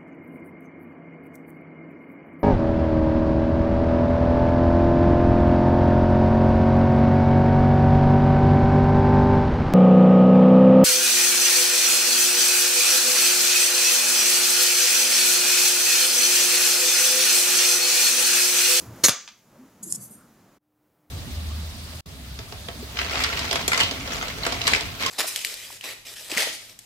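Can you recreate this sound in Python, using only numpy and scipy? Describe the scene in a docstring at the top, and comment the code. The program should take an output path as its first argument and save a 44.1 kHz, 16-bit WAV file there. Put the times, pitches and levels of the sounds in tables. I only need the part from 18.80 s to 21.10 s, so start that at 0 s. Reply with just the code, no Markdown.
"""A small homemade crossbow is shot in a quiet furnished room. The catch slips, the string slaps and rattles
along the stock, and the frame rings. The bolt punches into a cardboard box, and a light double tap follows.
Then something slides and clicks close to the microphone, over soft bumps of the hands. Near the end the scene
changes: the background rumble and hiss stop and a quieter room tone fades in."""
import sys
import numpy as np
from scipy import signal
from scipy.fft import rfft, irfft, next_fast_len
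from scipy.io import wavfile
from scipy.ndimage import uniform_filter1d, minimum_filter1d

SR = 44100
rng = np.random.default_rng(int(sys.argv[2]) if len(sys.argv) > 2 else 0)


def put_to_file(sound):
    """Save the sound as 16-bit audio at rate SR, in the file named by the first command-line argument."""
    columns = np.atleast_2d(sound).T  # one column per channel
    safe = np.clip(columns, -1, 1)
    whole_steps = np.round(safe * 32767)
    wavfile.write(sys.argv[1], SR, whole_steps.astype(np.int16))


N = 101429
T = np.arange(N) / SR
FFT_SIZE = next_fast_len(2 * N, True)
HZ = np.maximum(np.arange(FFT_SIZE // 2 + 1) * SR / FFT_SIZE, 1)

# Levels are relative. A fade_s is the time a sound takes to fall by 60 dB.
# how loud the steady noises are over time: time_s, level_db
RUMBLE_LEVELS = [(0, -47.5), (.2, -46), (.36, -61.5), (.55, -67), (.75, -55), (.93, -57.5), (1.15, -55),
                 (1.42, -58), (1.78, -58)]
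HISS_LEVELS = [(0, -44), (.1, -56.5), (.23, -51.5), (.52, -66), (.8, -64), (1.4, -63), (1.78, -67)]
ROOM_TONE_LEVELS = [(1.79, -93.5), (1.83, -78.5), (2.05, -69), (2.3, -67)]
# soft bumps of the hands: start_s, level_db, rise_s, hold_s, fade_s, pitch_hz
HAND_BUMPS = [(0, -49.5, 0.0054, 0.014, 0.26, 74), (.05, -44, 0.017, .07, 0.13, 106.4),
              (0.719, -58.5, 0.017, 0.025, 0.18, 577), (0.76, -48.5, 0.059, 0.016, 0.15, 242),
              (0.99, -45.5, 0.049, 0.058, 0.22, 194.4), (1.045, -49, 0.012, 0.017, 0.41, 301),
              (1.084, -50.5, 0.028, 0.069, 0.68, 125), (1.126, -45, 0.014, 0.016, 0.577, 194.2),
              (1.259, -56.5, 0.035, 0.15, 0.74, 217), (1.361, -62, 0.035, 0.035, 0.24, 1338),
              (2.207, -70, .025, .01, .12, 114.7)]
# the catch slips, the string slaps, rebounds and buzzes: start_s, level_db, hold_s, fade_s
STRING_SLAPS = [(.2352, -24.5, 0.0058, .02), (.2387, -7.5, 0.014, 0.0073), (.2592, -16, 0.0013, .025),
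                (.266, -25.5, 0.024, 0.15)]
# bright resonances that the rattle keeps singing: pitch_hz, width_hz, level_db, hold_s, fade_s
BOW_ZINGS = [(6510, 800, -14, 0.017, .09), (11600, 2600, -24, 0.044, 0.043)]
# the ringing notes of the frame and of the box: pitch_hz, level_db, fade_s
FRAME_NOTES = [(355, -15, .065), (1105, -35, .3), (1179, -31, .4), (1535, -32, .22), (2236, -35, .3),
               (2713, -33, .36), (4048, -29, .27), (5312, -24, .23), (6182, -19, .21), (6793, -25, .2),
               (6885, -27, .23), (7157, -28, .22), (10450, -30, .17)]
BOX_NOTES = [(87.85, -24.5, 0.043), (134.2, -20.5, 0.057), (200, -16, .03), (568, -25.5, 0.051),
             (810, -33.5, 0.086)]
# the bolt cracks into the cardboard: start_s, level_db, hold_s, fade_s
BOLT_CRACKS = [(.2831, -19.5, 0.00047, 0.0059), (.2842, -13, 0.0018, 0.0019), (.2894, -11, 0.00038, 0.003),
               (.2929, -12.5, 0.00053, 0.019)]
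# two light taps, further off: start_s, level_db, hold_s, fade_s
LIGHT_TAPS = [(.4758, -37.5, 0.0012, 0.034), (.4850, -43, 0.0014, 0.039)]
# sliding strokes: start_s, level_db, rise_s, hold_s, fade_s, brightness_db_per_octave
RUB_STROKES = [(1.026, -33.5, 0.0061, 0.0081, 0.047, -1.5), (1.043, -42.5, 0.006, 0.017, 0.1, 0),
               (1.069, -38, .007, 0.0057, 0.15, -3), (1.087, -34.5, 0.019, 0.036, 0.05, -2),
               (1.142, -31, 0.0068, 0.011, 0.035, -2.5), (1.161, -46, 0.006, 0.014, 0.17, 1),
               (1.194, -41.5, 0.021, 0.029, 0.21, 0.5), (1.291, -46.5, 0.025, 0.015, 0.31, 5)]
# sharp snags in the slide: start_s, level_db, hold_s, fade_s
RUB_SNAGS = [(1.1238, -20.5, 0.00024, 0.001), (1.1245, -10, 0.00044, 0.0046),
             (1.1566, -27.5, 0.00029, 0.0036)]

# the colour of each noise, or how strong it is from low to high: pitch_hz, level_db
RUMBLE_COLOUR = [(25, -14.5), (200, -1.5), (300, -3), (390, -7.5), (1300, -14), (5000, -32), (9000, -66)]
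HISS_COLOUR = [(1500, -8.5), (3500, -3.5), (7000, 3), (8500, -4.5), (11000, -1)]
SLAP_COLOUR = [(59, -58), (100, -26.5), (340, -11.5), (668, -16), (1310, -11), (1700, -10.5), (2180, -10),
               (2990, -12.5), (6300, -3.5), (8500, -9), (15500, -18.5)]
CRACK_COLOUR = [(80, -13), (200, -6), (420, -10), (900, 0.5), (2400, -5.5), (6500, -2), (8500, -6.5),
                (11500, -4), (15500, -21.5)]
TAP_COLOUR = [(300, -23), (1000, -1), (3500, 2.5), (6000, 0.5), (8500, -11.5), (15000, -46)]
RUB_COLOUR = [(2000, -49), (4500, -19.5), (5700, -14), (6700, -3.5), (11600, -1), (13000, -17),
              (15000, -51)]
SNAG_COLOUR = [(1000, -42), (3000, -29), (4600, -15), (7000, -5.5), (8000, -19.5), (9000, 10.5),
               (11000, -10.5), (14000, -40.5)]
ROOM_TONE_COLOUR = [(25, -19), (130, -6), (850, -13.5), (3400, -31), (8700, -33), (15500, -25.5)]

# the room's echo, band by band: pitch_hz, level_db, fade_s
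ECHO_BANDS = [(119.9, -27, 0.18), (400, -18.5, 0.39), (917, -6.5, 0.26), (2000, -5.5, 0.39),
              (3700, -8, .37), (6540, -7, 0.41), (9400, -11.5, 0.098), (14000, -17.5, 0.15)]
# how alike left and right are (1 = the same) for room, close and shot sounds: pitch_hz, likeness
ROOM_LIKENESS = [(1000, 0.99), (3000, .88), (6000, 0.62), (11000, 0.94)]
CLOSE_LIKENESS = [(1000, 0.88), (6000, 0.61), (11000, 1)]
SHOT_LIKENESS = [(150, .94), (1200, .97), (3000, .9), (6000, .88), (11000, .7)]
# how far the right channel runs ahead of the left: pitch_hz, lead_radians
RIGHT_LEAD = [(1000, 0), (3000, .19), (6000, .7), (10000, 1.3), (14000, 1.9)]

DROP_S, DROP_FADE_S = 1.787, 0.017   # when the background is gone, and how fast it goes
BOW_ECHO_DB, HIT_ECHO_DB, RUB_ECHO_DB = -10.5, 2.5, -17.5   # how strongly each feeds the echo


def from_db(db):
    """Turn decibels into a gain to multiply by."""
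    return 10 ** (np.asarray(db) / 20)


def unit_level(x):
    """Scale to an average (rms) level of 1."""
    return x / np.sqrt(np.mean(x ** 2) + 1e-20)


def at_hz(points):
    """Read a table at every frequency, on a log scale."""
    hz, value = np.transpose(points)
    return np.interp(np.log(HZ), np.log(hz), value)


def colour(points):
    """Gain per frequency from a colour table."""
    return from_db(at_hz(points))


def level(points):
    """Gain over time from a table of levels."""
    return from_db(np.interp(T, *np.transpose(points)))


def filtered(x, gain):
    """Filter a sound by a gain per frequency."""
    return irfft(rfft(x, FFT_SIZE) * gain, FFT_SIZE)[..., :N]


def peak(hz, width_share):
    """Gain per frequency of one resonance, its width a share of its pitch."""
    return 1 / (1 + ((HZ / hz - hz / HZ) / width_share) ** 2)


def resonances(spread_db, spacing_hz=91):
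    """Gain per frequency of many small resonances of random strength."""
    pitches = np.arange(0, SR / 2, spacing_hz)
    strengths = rng.standard_normal(N)[:len(pitches)].clip(-2, 2)
    return unit_level(from_db(spread_db * np.interp(HZ, pitches, strengths)))


def noise(gain, likeness, contacts_per_s=None):
    """Filtered stereo noise, either smooth or made of tiny contacts."""
    x = rng.standard_normal((2, N))
    if contacts_per_s:
        x = np.sign(x) * (rng.random(N) < contacts_per_s / SR)
    alike = np.clip(at_hz(likeness), -1, 1)
    mid, side = filtered(x, gain * np.sqrt([1 + alike, 1 - alike]))
    return unit_level(np.array([mid + side, mid - side]))


def envelope(start_s, db, rise_s, hold_s, fade_s):
    """Gain over time that rises, holds and dies away."""
    rise = np.clip((T - start_s) / rise_s, 0, 1)
    return rise * from_db(db - 60 * np.maximum(T - start_s - rise_s - hold_s, 0) / fade_s)


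def blows(rows, rise_s):
    """Gain over time of a series of short blows."""
    return sum(envelope(start, db, rise_s, hold, fade) for start, db, hold, fade in rows)


def ring(start_s, notes):
    """Pure tones struck together, each fading at its own rate."""
    age = np.maximum(T - start_s, 0)
    return sum((-1) ** k * from_db(db - 60 * age / fade) * np.sin(2 * np.pi * hz * age)
               for k, (hz, db, fade) in enumerate(notes))


def background():
    """Low rumble and hiss that drop out suddenly."""
    rumble = level(RUMBLE_LEVELS) * noise(colour(RUMBLE_COLOUR), ROOM_LIKENESS)
    hiss = level(HISS_LEVELS) * noise(colour(HISS_COLOUR), ROOM_LIKENESS)
    return (rumble + hiss) * np.clip((DROP_S - T) / DROP_FADE_S, 0, 1)


def hand_bumps():
    """Each shift of the hands stirs one resonance, in mono."""
    return sum(envelope(*bump) * noise(peak(hz, width_share=0.3), CLOSE_LIKENESS)[0]
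               for *bump, hz in HAND_BUMPS)


def crossbow():
    """The string rattles along the stock; its main slap rings the frame and starts a bright zing."""
    slap_s = STRING_SLAPS[1][0]
    rattle = noise(colour(SLAP_COLOUR) * resonances(spread_db=4), SHOT_LIKENESS, contacts_per_s=9000)
    zing = 0
    for hz, width, db, hold, fade in BOW_ZINGS:
        singing = noise(peak(hz, width / hz) * resonances(spread_db=4), SHOT_LIKENESS)
        zing += singing * envelope(slap_s, db, rise_s=0.0024, hold_s=hold, fade_s=fade)
    frame = from_db(-2) * ring(slap_s, FRAME_NOTES)
    return rattle * blows(STRING_SLAPS, rise_s=0.0014) + zing + frame


def bolt_hit():
    """The bolt cracks the cardboard, and the box thumps as its panel gives way."""
    cracks = noise(colour(CRACK_COLOUR), SHOT_LIKENESS) * blows(BOLT_CRACKS, rise_s=0.0002)
    thump = from_db(-1) * ring(start_s=0.2858, notes=BOX_NOTES)
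    return cracks + thump


def double_tap():
    """Two short bursts of noise sound like light, woody taps."""
    return noise(colour(TAP_COLOUR), ROOM_LIKENESS) * blows(LIGHT_TAPS, rise_s=0.0013)


def sliding_rub():
    """Each stroke rubs a new spot with its own bright colour; snags make small clicks."""
    strokes = 0
    for *stroke, brightness in RUB_STROKES:
        spot = from_db(at_hz(RUB_COLOUR) + brightness * np.log2(HZ)) * resonances(spread_db=8.5)
        strokes += noise(spot, CLOSE_LIKENESS, contacts_per_s=6800) * envelope(*stroke)
    clicks = noise(colour(SNAG_COLOUR), CLOSE_LIKENESS) * blows(RUB_SNAGS, rise_s=0.0001)
    return strokes + clicks


def room_tone():
    """A quiet, centred hush with a faint wavering hum fades in after the drop."""
    hum = from_db(-4) * noise(peak(hz=301.5, width_share=0.013), ROOM_LIKENESS)[0]
    hush = noise(colour(ROOM_TONE_COLOUR), ROOM_LIKENESS)[0]
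    return level(ROOM_TONE_LEVELS) * (hush + hum) * (T > DROP_S)


def room_echo(sound, delay_s=0.0026, build_s=0.0084):
    """Sound bounces off nearby furniture, then dies away at its own rate in each band."""
    wash = noise(1, ROOM_LIKENESS)
    build = np.clip((T - delay_s) / build_s, 0, 1)

    def dying(db, fade_s):
        decay = build * from_db(-60 * T / fade_s)
        return from_db(db) * decay / np.sqrt(np.sum(decay ** 2))

    echo = noise(1, ROOM_LIKENESS) * dying(db=-17.5, fade_s=0.15)   # the furniture
    for band_hz, db, fade in ECHO_BANDS:
        band = at_hz([(hz, float(hz == band_hz)) for hz, _, _ in ECHO_BANDS])
        echo += filtered(wash, band) * dying(db, fade)
    return filtered(sound.mean(axis=0), rfft(echo, FFT_SIZE))


def scene():
    """All the sounds in the room; near ones reach the right microphone slightly first."""
    bow = crossbow()
    hits = bolt_hit() + double_tap()
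    rub = sliding_rub()
    echo = room_echo(from_db(BOW_ECHO_DB) * bow + from_db(HIT_ECHO_DB) * hits + from_db(RUB_ECHO_DB) * rub)
    lead = 0.5j * at_hz(RIGHT_LEAD) * [[-1], [1]]   # half holds left back, half moves right ahead
    near = filtered(bow + hits + rub + hand_bumps(), np.exp(lead))
    around = filtered(echo + background(), np.exp(0.73 * lead))   # sound from all round leads less
    return near + around + room_tone()


def record(dry, low_cut_hz=36, peak_limit=0.78, window_s=0.0004, high_cut_hz=16500):
    """The microphone loses deep bass, a fast limiter holds peaks down, and the top treble is cut."""
    sound = signal.sosfilt(signal.butter(2, low_cut_hz, "high", fs=SR, output="sos"), dry)
    window = int(window_s * SR)
    allowed = peak_limit / np.maximum(np.abs(sound).max(axis=0), peak_limit)
    gain = uniform_filter1d(minimum_filter1d(allowed, window), window)
    return signal.sosfilt(signal.cheby2(16, 70, high_cut_hz, fs=SR, output="sos"), sound * gain)


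dry = scene()
out = record(dry)
put_to_file(out)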